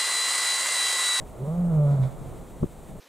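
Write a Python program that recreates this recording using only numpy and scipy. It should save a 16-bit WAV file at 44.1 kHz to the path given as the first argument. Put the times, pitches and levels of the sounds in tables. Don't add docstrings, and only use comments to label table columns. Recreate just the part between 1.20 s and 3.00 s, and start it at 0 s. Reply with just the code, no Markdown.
import sys
import numpy as np
from scipy import signal
from scipy.fft import rfft, irfft
from scipy.io import wavfile

SR = 44100
rng = np.random.default_rng(int(sys.argv[2]) if len(sys.argv) > 2 else 0)


def digitize_waveform(pressure):
    field = np.atleast_2d(pressure).T
    bounded = np.clip(field, -1, 1)
    quanta = np.round(bounded * 32767).astype(np.int16)
    wavfile.write(sys.argv[1], SR, quanta)


N = 79380


def amp(db):
    return 10 ** (np.asarray(db) / 20)


def clock():
    return np.arange(N) / SR


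def curve(points):
    return np.interp(clock(), *np.transpose(points))


def level(points):
    return amp(np.interp(clock(), *np.transpose(points), left=-120, right=-120))


def colour(points, hz):
    point_hz, value = np.transpose(points)
    return np.interp(np.log(hz + 1), np.log(point_hz + 1), value)


def unit(x):
    return x / np.sqrt(np.mean(x ** 2) + 1e-20)


def pan(db):
    return amp(np.array([[db], [-db]]) / 2)


def wander(rate_hz):
    hz = np.fft.rfftfreq(N, 1 / SR)
    rolloff = (hz > 0) / (1 + (hz / rate_hz) ** 4)
    return unit(irfft(rfft(rng.standard_normal(N)) * rolloff, N))


def noise(spectrum, likeness):
    hz = np.fft.rfftfreq(N, 1 / SR)
    same = np.clip(colour(likeness, hz) if np.ndim(likeness) else likeness, -1, 1)
    mid, side = rfft(rng.standard_normal((2, N))) * amp(colour(spectrum, hz))
    mid = mid * np.sqrt(1 + same)
    side = side * np.sqrt(1 - same)
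    return unit(irfft(np.array([mid + side, mid - side]), N))


def swell(at, width):
    return np.exp(-.5 * ((clock() - at) / width) ** 2)


def air():
    # (time [s], level [dB])
    breeze = [(0, -38), (.3, -40.5), (1.05, -40.5), (1.3, -42.5), (1.58, -43), (1.8, -42)]
    # (frequency [Hz], relative level [dB])
    wind_colour = [(10, -20), (26, 0.5), (45, -3), (80, -9.5), (150, -9.5), (300, -14), (600, -16.5),
                   (850, -21), (1300, -30), (1700, -41), (3000, -52.5), (6000, -67)]
    # (time [s], bell width [s], level [dB])
    buffets = [(.8, .025, -38), (1.432, .018, -30), (1.725, .03, -39)]
    # (frequency [Hz], relative level [dB])
    buffet_colour = [(15, -1.5), (32, -5.5), (80, -13.5), (170, 1), (300, -33), (900, -66)]
    # (frequency [Hz], relative level [dB])
    hiss_colour = [(500, -3.5), (2000, 3), (2700, -2), (3700, -1), (5000, -9), (6200, -4.5), (7300, 0.5),
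                   (8600, 2), (10500, -2.5), (15500, -5.5)]
    # (frequency [Hz], correlation [0-1])
    likeness = [(60, 0.75), (900, 0.85), (1900, 0.99), (3800, 1), (6000, 1), (7500, 1), (10000, .4),
                (15000, 0.1)]
    wind_swell_db, hiss_db, hiss_swell_db = 1.5, -57.5, 0.8

    wind_gain = amp(curve(breeze) + wind_swell_db * wander(rate_hz=7))
    wind = wind_gain * noise(wind_colour, likeness)
    buffet_gain = sum(amp(db) * swell(at, width) for at, width, db in buffets)
    low_buffets = buffet_gain * noise(buffet_colour, 0.83)
    hiss_gain = amp(hiss_db + hiss_swell_db * wander(rate_hz=14))
    hiss = hiss_gain * noise(hiss_colour, likeness)
    return wind + low_buffets + hiss


def moan():
    # (time [s], frequency [Hz])
    pitch = [(.17, 122.3), (.2, 121.3), (.238, 141.6), (.258, 134.3), (.272, 152.1), (.305, 158.4),
             (.35, 172.5), (.42, 176.2), (.495, 171.2), (.525, 158.7), (.63, 145), (.75, 140.6),
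             (.78, 130.9), (.815, 134.9), (.84, 127.6), (.92, 128.8)]
    # (time [s], level [dB])
    loudness = [(.15, -52), (.185, -38.5), (.235, -25), (.258, -34), (.282, -23.5), (.355, -25), (.39, -20),
                (.52, -20), (.58, -15.5), (.755, -17), (.78, -22), (.8, -16.5), (.828, -17.5), (.87, -25.5),
                (.9, -35.5), (.93, -74)]
    # (time [s], level [dB])
    press = [(.16, -56), (.21, -38.5), (.258, -37.5), (.29, -35.5), (.4, -41), (.5, -41.5), (.57, -36),
             (.7, -36), (.76, -46), (.86, -49.5), (.92, -66.5)]
    # (frequency at opening 1 [Hz], relative level [dB])
    throat = [(250, -24.5), (350, -14), (430, -5), (520, -2), (590, 3.5), (650, -2), (740, -12), (860, -14),
              (1000, -23), (1170, -15), (1400, -21), (1650, -49.5)]
    # (time [s], factor on the throat's resonance frequencies)
    mouth_opening = [(.17, 0.61), (.24, 0.78), (.29, 0.97), (.42, 1), (.52, 1.02), (.66, 0.98),
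                     (.72, 1.125), (.76, 1.1), (.86, 1.18)]
    # (time [s], level [dB])
    airflow = [(.13, -51), (.2, -47.5), (.28, -46.5), (.4, -44.5), (.6, -46.5), (.73, -39), (.85, -45),
               (.93, -47), (1.0, -80)]
    # (frequency [Hz], relative level [dB])
    rasp_colour = [(100, -12), (200, 9), (300, -7.5), (450, -1), (600, 8), (780, -4), (980, -12),
                   (1350, -7.5), (1600, -27.5), (2250, -23.5), (2700, -46.5), (3600, -45.5), (5000, -53)]
    jitter, shimmer, flutter = .008, .04, .14
    jitter_hz = 70
    rasp_pulsing, rasp_likeness = 0.57, 0.77

    hz, mouth = curve(pitch), curve(mouth_opening)
    unsteady_hz = hz * (1 + jitter * wander(jitter_hz))
    phase = 2 * np.pi * np.cumsum(unsteady_hz) / SR
    tone = level(loudness) * (1 + shimmer * wander(jitter_hz)) * np.cos(phase)
    overtones = 0
    for k in range(2, 13):
        strength = amp(colour(throat, k * hz / mouth)) * (1 + flutter * wander(rate_hz=19))
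        overtones += strength * np.cos(k * phase + 2 * np.pi * rng.random())
    pulsed_air = noise(rasp_colour, rasp_likeness) * (1 + rasp_pulsing * np.cos(phase))
    rasp = level(airflow) * unit(pulsed_air)
    return tone + level(press) * overtones + rasp


def placed(x):
    lag_s, pan_db = 0.00011, -1.5
    late_right = np.interp(clock() - lag_s, clock(), x[1])
    return np.array([x[0], late_right]) * pan(pan_db)


def puff():
    # (time [s], level [dB])
    mouth_air = [(.58, -74.5), (.72, -55.5), (.8, -61), (.838, -48.5), (.87, -56.5), (.93, -61.5),
                 (1.05, -75)]
    # (frequency [Hz], relative level [dB])
    puff_colour = [(300, -13), (900, 14), (1450, 3.5), (1750, -3), (2200, 3.5), (2800, -11.5), (3600, 2.5),
                   (4200, -3.5), (5000, -9), (8000, -8), (14000, -25.5)]
    return level(mouth_air) * noise(puff_colour, likeness=1.0)


def bush(x):
    # (frequency [Hz], gain [dB])
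    scatter_colour = [(60, 6), (180, 5.5), (400, 7), (1500, 15), (3000, 9), (8000, -3)]
    delay_s, t60_s = .03, 1.6
    echo_db = -22.5
    t = clock()
    scatter = noise([(20, 0), (20000, 0)], likeness=.4)
    decaying = scatter * (t > delay_s) * amp(-60 * t / t60_s)
    tail = unit(decaying) / np.sqrt(N)
    tail = irfft(rfft(tail) * amp(colour(scatter_colour, np.fft.rfftfreq(N, 1 / SR))), N)
    return amp(echo_db) * signal.fftconvolve(x, tail, axes=1)[:, :N]


def thump():
    # (time [s], level [dB], half-length of the central pull [s], left-over-right level difference [dB])
    jolts = [(1.4297, -16, 0.0016, 3), (1.4425, -18.5, 0.001, 14), (1.461, -32, .0028, -8)]
    # (frequency [Hz], relative level [dB])
    rush_colour = [(30, -13), (200, -6.5), (350, -0.5), (520, -10), (800, -20), (1350, -25), (1700, -53),
                   (4000, -70)]
    rush_s, rise_s, fall_s = 1.4335, .0025, .0075
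    rush_db, rush_pan_db, rush_likeness = -20.5, 2, -0.13

    out = np.zeros((2, N))
    for at, db, width, pan_db in jolts:
        push_pull = swell(at, width) * (((clock() - at) / width) ** 2 - 1)
        out += amp(db) * pan(pan_db) * push_pull
    t = clock() - rush_s
    envelope = np.exp(np.minimum(t / rise_s, -t / fall_s))
    rush = envelope * noise(rush_colour, rush_likeness)
    return out + amp(rush_db) * pan(rush_pan_db) * rush


def scene():
    lion = placed(moan()) + puff()
    return air() + lion + bush(lion) + thump()


def record(dry):
    edge_hz = 15750
    lowpass = signal.firwin(511, edge_hz, window=("kaiser", 9), fs=SR)
    return signal.oaconvolve(dry, lowpass[None], "same")


dry = scene()
out = record(dry)
digitize_waveform(out)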